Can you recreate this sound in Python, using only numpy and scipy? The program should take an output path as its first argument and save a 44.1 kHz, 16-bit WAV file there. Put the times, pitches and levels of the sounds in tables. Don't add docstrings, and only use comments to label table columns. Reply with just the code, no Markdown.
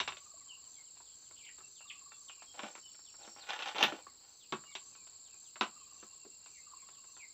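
import sys
import numpy as np
from scipy import signal
from scipy.fft import rfft, irfft
from scipy.io import wavfile

SR = 44100
rng = np.random.default_rng(int(sys.argv[2]) if len(sys.argv) > 2 else 0)


def log_audio(samples):
    frames = np.atleast_2d(samples).T
    limited = np.clip(frames, -1, 1)
    pcm = np.round(limited * 32767).astype(np.int16)
    wavfile.write(sys.argv[1], SR, pcm)


N = 323253
TIME = np.arange(N) / SR


def undb(db):
    return 10 ** (np.asarray(db) / 20)


def unit(x):
    return x / np.sqrt(np.mean(x ** 2) + 1e-24)


def add(out, s, x):
    i = int(np.clip(s * SR, 0, N))
    out[i:i + len(x)] += x[:N - i]


def clock(length_s):
    return np.arange(int(length_s * SR)) / SR


def fade(t, t60):
    return np.exp(-np.log(1000) * t / max(t60, 1e-3))


def gate(s, attack_s, hold_s, release_s):
    t = TIME - s
    rise = np.clip(t / max(attack_s, 1e-3), 0, 1)
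    return rise * fade(np.maximum(t - attack_s - hold_s, 0), release_s)


def walk(rate, size=N):
    levels = rng.standard_normal(2400)
    return np.interp(np.arange(size) * rate / SR, np.arange(len(levels)), levels)


def colour(x, points):
    hz, db = np.transpose(points)
    size = 2048
    f = np.arange(size // 2 + 1) * SR / size
    curve_db = np.interp(np.log(f + 1), np.log(hz), db)
    cepstrum = irfft(np.log(undb(curve_db)))
    cepstrum[1:size // 2] *= 2
    cepstrum[size // 2 + 1:] = 0
    impulse = irfft(np.exp(rfft(cepstrum)))
    return signal.fftconvolve(x, impulse)[:len(x)]


def ring(x, modes, dead_db):
    out = undb(dead_db) * x
    for hz, width, db in modes:
        b, a = signal.iirpeak(hz, hz / width, SR)
        out = out + undb(db) * signal.lfilter(b, a, x)
    return out


def echo(x, t60, wet_db, delay_s):
    t = clock(.5)
    noise = rng.standard_normal(len(t)) * fade(t, t60) * (t > delay_s)
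    tail = unit(noise) / np.sqrt(len(t))
    return x + undb(wet_db) * signal.oaconvolve(x, tail)[:len(x)]


def note(length_s, pitches, rasp):
    t = clock(length_s)
    u = t / length_s
    flutter = walk(700, size=len(t))
    glide = np.polyval(np.polyfit([0, .5, 1], pitches, 2), u)
    hz = glide * (1 + .14 * rasp * flutter)
    return np.sin(2 * np.pi * np.cumsum(hz) / SR) * np.sin(np.pi * u) ** 0.74


def slur(hz, rasp):
    return note(0.065, hz * np.array((1.2, 0.98, 0.68)), rasp)


RATTLE_AT_DB, RATTLE_DOUBLING_DB = -46, 34.5
# frequency in Hz, level in dB.
CONTACT_COLOUR = [(60, -42), (115, -32), (190, -8), (300, -2), (600, -6.5), (1100, -0.5), (1950, -5),
                  (2800, -1.5), (3900, -3.5), (4700, -14.5), (6000, -14.5), (7500, -29.5), (9000, -44),
                  (15000, -61.5)]


def knocks(table, modes, rattle_s, crack_db, dead_db):
    out, t = np.zeros(N), clock(.2)
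    bands = ((500, "low"), ((500, 2000), "band"), (2000, "high"))
    splits = [signal.butter(3, hz, kind, fs=SR, output="sos") for hz, kind in bands]
    since_crack = np.maximum(t - .0015, 0)
    for s, db, bass, treble in table:
        t60 = rattle_s * 2 ** ((db - RATTLE_AT_DB) / RATTLE_DOUBLING_DB)
        chance = rng.standard_normal((3, len(t)))
        contacts = chance[0] * undb(4.75 * chance[1])
        rattle = unit(contacts * fade(t, t60) * (1 - fade(t, 0.021)))
        crack = unit(chance[2] * (since_crack > 0) * fade(since_crack, 0.0056))
        force = (rattle + undb(crack_db) * crack) / np.sqrt(len(t))
        blow = ring(colour(force, CONTACT_COLOUR), modes, dead_db)
        for sos, band_db in zip(splits, (bass, 0, treble)):
            add(out, s, undb(db + band_db) * unit(signal.sosfilt(sos, blow)))
    return out


# start in seconds, level in dB between 500 and 2000 Hz,
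# then bass and treble in dB against that level.
FRAME_KNOCKS = [(0.0, -46.5, -18.5, 2.5), (0.075, -49.5, -20, -0.5), (0.121, -60.5, -14, 0),
                (0.168, -67, -17, 3.5), (0.969, -78.5, -22, -3), (1.003, -76, -15, -18),
                (1.308, -73.5, -12, -8), (1.582, -73, -11, -8), (1.604, -71.5, -11, -28),
                (4.522, -46, -6.5, -7.5), (4.636, -71, -21, -14), (4.751, -58.5, -18, 5.5),
                (4.95, -72.5, -17, -4), (5.068, -75.5, -18, -1), (5.34, -81, -9, -6.5),
                (5.556, -63, -21, -5.5), (5.609, -39.5, -11, -4.5), (6.026, -66.5, -2, -14),
                (6.249, -74, 8.5, -21), (6.459, -71.5, -18, -2), (6.886, -71, -13, -6),
                (6.948, -85.5, -16, -3), (7.04, -78.5, -16, -7), (7.166, -72, -14, -14)]
# frequency in Hz, width in Hz, level in dB.
FRAME_MODES = [(203, 29, -9), (372, 56, -3), (641, 100, -3), (856, 99, -4), (1013, 43, 0), (1122, 31, 0.5),
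               (1317, 55, -0.5), (1510, 41, -14), (2180, 31, -13), (2610, 31, -1.5), (2760, 32, -10.5),
               (2780, 51, -9), (3646, 28, -3.5), (3690, 87, -5.5), (3980, 32, -7.5)]


def frame_knocks():
    return knocks(FRAME_KNOCKS, FRAME_MODES, rattle_s=0.096, crack_db=-2.5, dead_db=-5)


# start in seconds, pitch in Hz, level in dB before the fade.
POLE_NOTES = [(0.002, 101, -58.5), (0.004, 245, -51), (0.08, 97.3, -62), (0.34, 660, -53),
              (1.002, 964, -49.5), (2.594, 677, -50), (2.632, 243, -48.5), (3.845, 241, -40.5),
              (3.867, 174, -54), (4.067, 1136, -38), (4.525, 171, -48.5), (4.527, 247, -44.5),
              (4.53, 374.5, -38), (5.615, 195.6, -48), (6.255, 400.6, -47.5), (6.735, 1087, -40.5)]
POLE_CYCLES = 39


def pole_notes():
    out, t = np.zeros(N), clock(.5)
    for s, hz, db in POLE_NOTES:
        tone = np.sin(2 * np.pi * hz * t + 1.7 * walk(80, len(t)))
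        add(out, s, undb(db) * tone * fade(t, POLE_CYCLES / hz) * (1 - fade(t, 0.011)))
    return out


TICKS_PER_S, TICKS_DB = 30, -81


def handling():
    ticks = (rng.random(N) < TICKS_PER_S / SR) * undb(1.5 * rng.standard_normal(N))
    soft = colour(ticks, [(100, -8.5), (350, -6), (900, 6.5), (1600, 1.5), (2800, -5), (6000, -44.5)])
    return unit(echo(soft, t60=0.16, wet_db=11, delay_s=.002)) * undb(TICKS_DB)


# frequency in Hz, level in dB per Hz before scaling.
AIR_COLOUR = [(25, -10.5), (55, 2.5), (100, 1.5), (200, -2), (400, -1.5), (700, -8.5), (1100, -4),
              (1900, -13.5), (2900, -6.5), (3600, -8), (5400, -3), (6600, -9), (7900, 8.5), (8700, -54)]
# frequency in Hz, level in dB before scaling.
SIZZLE_COLOUR = [(10000, -34), (11000, -11.5), (11900, -2), (12700, -6), (14000, -2.5), (15100, 4),
                 (16000, -5)]
AIR_DB, SIZZLE_DB = -67, -80


def forest():
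    air = unit(colour(rng.standard_normal(N), AIR_COLOUR))
    sizzle = unit(colour(rng.standard_normal(N), SIZZLE_COLOUR))
    return air * undb(AIR_DB + 0.95 * walk(12)) + sizzle * undb(SIZZLE_DB + 1.1 * walk(30))


def cicada(beat, rate_hz, band, chorus_db, uneven_s):
    out = np.zeros(N)
    chance = rng.standard_normal((300, len(beat), 3))
    slip_s = uneven_s * rng.standard_normal(len(chance))
    for k in range(min(int(N / SR * rate_hz) + 1, len(chance))):
        for (delay, start, end, length, db), (late, loud, sharp) in zip(beat, chance[k]):
            u = clock(length) / length
            hz = start + (end - start) * u + 18 * sharp
            phase = 2 * np.pi * (np.cumsum(hz) / SR + 0.041 * late)
            chirp = undb(db + 0.36 * loud) * np.sin(phase) * np.sin(np.pi * u)
            add(out, k / rate_hz + slip_s[k] + delay, chirp)
    out = echo(out, t60=.05, wet_db=-7, delay_s=.0015)
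    edges_hz = (band[1][0], band[-2][0])
    out = signal.sosfilt(signal.butter(8, edges_hz, "band", fs=SR, output="sos"), out)
    chorus = unit(colour(rng.standard_normal(N), band))
    return unit(unit(out) + undb(chorus_db) * chorus)


# delay in seconds, start and end pitch in Hz,
# length in seconds, level in dB against the other rows.
HIGH_BEAT = [(0, 7540, 7470, 0.0087, 1), (.007, 7460, 6600, 0.011, -3), (.0155, 7500, 7400, 0.0035, -2.5),
             (.0255, 7300, 7100, 0.0029, -12.5)]
# frequency in Hz, level in dB before scaling.
HIGH_BAND = [(6200, -40.5), (6700, -25.5), (7050, -1.5), (7500, 15), (7750, -12.5), (7950, -3), (8200, -26),
             (8600, -69)]
HIGH_DB = -57
LULL_S, LULL_END_S, LULL_RAMP_S, LULL_DB = 3.32, 4.58, 0.13, -5


def high_cicada():
    high = cicada(HIGH_BEAT, 29.85, HIGH_BAND, chorus_db=1.5, uneven_s=0)
    lull = np.clip(np.minimum(TIME - LULL_S, LULL_END_S - TIME) / LULL_RAMP_S, 0, 1)
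    return high * undb(HIGH_DB + LULL_DB * lull)


# delay in seconds, start and end pitch in Hz,
# length in seconds, level in dB against the other rows.
LOW_BEAT = [(0, 4400, 4540, 0.0075, -3.5), (.009, 4350, 3950, .012, -9.5), (.02, 5050, 4650, .012, -10)]
# frequency in Hz, level in dB before scaling.
LOW_BAND = [(3300, -34), (3750, 2), (3950, 5.5), (4500, 12), (4850, 2.5), (5100, 8.5), (5220, -30.5),
            (5800, -52.5)]


def low_cicada():
    return undb(-66) * cicada(LOW_BEAT, 28.5, LOW_BAND, chorus_db=1.5, uneven_s=.003)


def faint_calls():
    out = np.zeros(N)
    for k, (late, high, loud) in enumerate(rng.random((30, 3))):
        add(out, (k + late) * N / SR / 30, undb(-78.5 + 4 * loud) * slur(3000 + 600 * high, rasp=.1))
    for when, high, fall, loud in rng.random((36, 4)):
        pitches = (2400 + 1300 * high) * (1 - 0.3 * fall) ** np.arange(0, 1.5, .5)
        add(out, when * N / SR, undb(-72.5 + 4 * loud) * note(0.053, pitches, rasp=0.12))
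    return out


# start in seconds, level of the first note in dB.
TRILLS = [(0.098, -58), (1.85, -58.5), (4.55, -61.5), (5.651, -59), (6.66, -58.5)]


def trills():
    out = np.zeros(N)
    for s, db in TRILLS:
        for k in range(12):
            loud, sharp, late = rng.standard_normal(3)
            pitches = np.array([1210, 1170, 1100]) - 9 * k + 25 * sharp
            level = undb(db - 1.0 * k + 1.5 * loud)
            add(out, s + k * .052 + .003 * late, level * note(.028, pitches, rasp=.3))
    return out


BUZZ_FIRST_S, BUZZ_LENGTH_S, BUZZ_DB = 0.14, .18, -70.5
BUZZ_PERIOD_S, BUZZ_SLOWING_S = .49, .0068


def buzzing_insect():
    buzz, s = np.zeros(N), BUZZ_FIRST_S
    throb = 1 + 0.53 * np.sin(2 * np.pi * 92 * clock(BUZZ_LENGTH_S))
    for k, loud in enumerate(rng.standard_normal(14)):
        tone = note(BUZZ_LENGTH_S, (5950, 6180, 6150), rasp=.2)
        add(buzz, s, undb(BUZZ_DB + loud) * tone * throb)
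        s += BUZZ_PERIOD_S + k * BUZZ_SLOWING_S
    return echo(buzz, t60=0.13, wet_db=2.5, delay_s=0.0026)


# start in seconds, middle pitch in Hz,
# fall as a share of the pitch, rasp from 0 to 1, level in dB.
WHISTLES = [(0.481, 2910, 0.2, 0.1, -52), (0.731, 3295, .08, 0.27, -70), (0.758, 2190, 0.1, 0.17, -66.5),
            (1.355, 3140, 0.09, 0.7, -61), (1.405, 2318, .03, 0.28, -61.5), (1.79, 2800, .04, .2, -61.5),
            (2.105, 3510, 0.13, 0.2, -70), (2.375, 2635, .24, .35, -64.5),
            (2.462, 3234, 0.019, 0.12, -62.5), (2.825, 2990, 0.05, 0.13, -58.5),
            (4.63, 2853, 0.078, .1, -63), (4.672, 2236, 0.044, 0.17, -62.5), (5.306, 2554, .14, 0.2, -69),
            (5.788, 2560, 0.14, .1, -69.5), (6.542, 2196, 0.17, 0.37, -63.5),
            (6.775, 2330, 0.19, 0.5, -68.5), (7.19, 2275, 0.29, 0.22, -54.5)]


def whistles():
    out = np.zeros(N)
    for s, hz, fall, rasp, db in WHISTLES:
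        pitches = (hz * (1 + fall / 2), hz, hz * (1 - fall / 2))
        add(out, s, undb(db) * note(.064, pitches, rasp))
    return out


# start in seconds, pitch near the middle in Hz, level in dB.
SLURS = [(1.037, 3490, -69), (1.23, 3350, -71.5), (1.739, 3430, -64), (1.859, 3350, -60),
         (2.861, 3330, -71), (3.04, 3320, -65), (3.2, 3950, -62), (3.384, 4140, -55.5), (4.39, 3350, -63),
         (4.699, 3390, -65), (5.236, 3400, -69), (5.43, 3420, -67.5), (5.972, 3350, -74), (6.11, 3400, -76),
         (6.911, 3420, -70), (7.135, 3470, -68.5)]


def slurs():
    out = np.zeros(N)
    for s, hz, db in SLURS:
        add(out, s, undb(db) * slur(hz, rasp=0.15))
    return out


# start in seconds, start pitch in Hz, end pitch in Hz, level in dB.
CHIPS = [(1.434, 2020, 3230, -61), (1.446, 3740, 2630, -56), (1.464, 2150, 3460, -51),
         (1.481, 3310, 1610, -53.5), (1.489, 1460, 2420, -56), (1.897, 3820, 2005, -42.5),
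         (1.905, 3860, 2300, -49), (2.282, 3920, 2560, -51), (2.293, 3290, 2380, -48)]


def chips():
    out = np.zeros(N)
    for s, start, end, db in CHIPS:
        add(out, s, undb(db) * note(.013, (start, np.sqrt(start * end), end), rasp=.22))
    return out


# start in seconds, number of notes, seconds between notes,
# pitch in Hz, level in dB.
PIPING = [(1.629, 4, .16, 2710, -60.5), (5.755, 14, .11, 2755, -69.5)]


def piping():
    out = np.zeros(N)
    for s, count, period, hz, db in PIPING:
        for k in range(round(count)):
            level = undb(db + 2 * rng.standard_normal())
            add(out, s + k * period, level * note(0.061, (hz, hz, hz), rasp=0.084))
    return out


# start in seconds, level in dB between 500 and 2000 Hz,
# then bass and treble in dB against that level.
PILE_KNOCKS = [(1.805, -72.5, -27, -13), (2.118, -68, -23, -14), (2.295, -67, -27, -8),
               (2.42, -67, -20, -6), (2.591, -55, -13, -4.5), (2.632, -55.5, -4, -6.5),
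               (2.751, -63.5, -16, -5.5), (2.777, -68.5, -9, -10), (2.944, -77.5, -18, -1),
               (2.99, -75.5, -11, -18), (3.14, -73.5, -14, -22), (3.275, -66.5, -2.5, -21),
               (3.361, -68, -10, -23), (3.493, -59.5, -20, 3.5), (3.504, -54, -33, 2),
               (3.59, -58.5, -15, 1), (3.621, -57.5, -19.5, 6.5), (3.683, -65, -18, 11),
               (3.746, -62, 1, -1.5), (3.782, -50.5, -6, 0.5), (3.826, -39.5, -9, 5),
               (3.921, -53.5, 0.5, -14), (4.067, -70, -7, -25)]
# frequency in Hz, width in Hz, level in dB.
PILE_MODES = [(326, 17, -11.5), (630, 69, -7.5), (855, 220, -3.5), (1076, 38, -4), (1354, 110, -1),
              (1680, 13, -6), (1815, 91, -6), (2290, 190, -5.5), (2660, 38, -1.5), (2790, 24, -6),
              (2850, 23, -22), (3160, 190, -8), (3450, 51, -6.5), (3600, 39, -8), (4430, 65, -20)]


def pile_knocks():
    return knocks(PILE_KNOCKS, PILE_MODES, rattle_s=0.094, crack_db=-1, dead_db=-5.5)


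THIN_S, THIN_END_S, THIN_RELEASE_S = 2.22, 3.39, 0.12
THIN_HZ, THIN_RISE_HZ_PER_S, THIN_DB, THIN_SWELL_DB_PER_S = 5300, 215, -74, 11


def thin_whistle():
    t = np.clip(TIME, THIN_S, THIN_END_S) - THIN_S
    swell = undb(THIN_DB + THIN_SWELL_DB_PER_S * t + 2 * walk(24.73))
    level = gate(THIN_S, 0, THIN_END_S - THIN_S, THIN_RELEASE_S) * swell
    flutter = 1 + .8 * np.sin(2 * np.pi * 48 * TIME + walk(20))
    hz = THIN_HZ + THIN_RISE_HZ_PER_S * t + 50 * walk(320)
    return level * flutter * np.sin(2 * np.pi * np.cumsum(hz) / SR)


# start in seconds, attack in seconds, hold in seconds,
# level in dB, extra dB in the low body.
SLIDES = [(2.515, 0.088, 0.073, -53.5, 7.5), (3.176, 0.047, 0.066, -64, 10), (3.349, 0.047, 0.12, -57.5, 1),
          (3.478, 0.029, 0.19, -43.5, -2), (3.743, 0.048, 0.062, -37, 4.5), (3.872, 0.022, 0.055, -53.5, 9),
          (4.192, 0.036, 0.076, -69.5, 3)]
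# frequency in Hz, level in dB before scaling.
SLIDE_COLOUR = [(60, -20), (150, -19), (300, -3), (1000, 0.5), (2400, -1), (3700, -1.5), (4600, -11),
                (6200, -5.5), (7500, -27), (9000, -40), (15000, -32)]
SLIDE_RELEASE_S = 0.2
SLIDE_BODY_HZ, SLIPS_PER_S, SLIP_BURST_DB = (200, 810), 330, 3.5


def drag():
    body = np.zeros(N)
    for pitch in (1, 1.08):
        slips = (rng.random(N) < SLIPS_PER_S / SR) * rng.standard_normal(N)
        slips = slips * undb(SLIP_BURST_DB * walk(110))
        body += ring(slips, np.array(PILE_MODES) * (pitch, 1, 1), dead_db=-9)
    scrape = unit(echo(colour(body, SLIDE_COLOUR), t60=0.053, wet_db=0.0, delay_s=.002))
    low = signal.sosfiltfilt(signal.butter(2, SLIDE_BODY_HZ, "band", fs=SR, output="sos"), scrape)
    out = np.zeros(N)
    for s, attack, hold, db, low_db in SLIDES:
        stroke = scrape + (undb(low_db) - 1) * low
        out += undb(db) * gate(s, attack, hold, SLIDE_RELEASE_S) * stroke
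    return out


SNAP_S, SNAP_DB = 3.836, -36


def snap():
    out, t = np.zeros(N), clock(.1)
    tick = rng.standard_normal(len(t)) * (fade(t, 0.025) + 0.096 * fade(t, .12))
    bright = [(300, -41.5), (2000, 0.5), (5500, -9), (9000, -9), (12000, -2.5), (15000, 2.5)]
    add(out, SNAP_S, undb(SNAP_DB) * colour(tick, bright))
    return out


def birds():
    near = echo(whistles() + slurs() + chips(), t60=0.13, wet_db=1.0, delay_s=0.0044)
    far = faint_calls() + trills() + piping()
    return echo(near + far + thin_whistle(), t60=0.31, wet_db=-11.5, delay_s=0.011)


def scene():
    wood = frame_knocks() + pole_notes() + handling() + pile_knocks() + drag() + snap()
    insects = high_cicada() + low_cicada() + buzzing_insect()
    return (echo(wood, t60=0.17, wet_db=-10.5, delay_s=0.0087) + birds() + insects + forest())[None]


TOP_HZ = 15550


def record(dry):
    return signal.sosfilt(signal.ellip(10, .2, 70, TOP_HZ, fs=SR, output="sos"), dry)


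dry = scene()
out = record(dry)
log_audio(out)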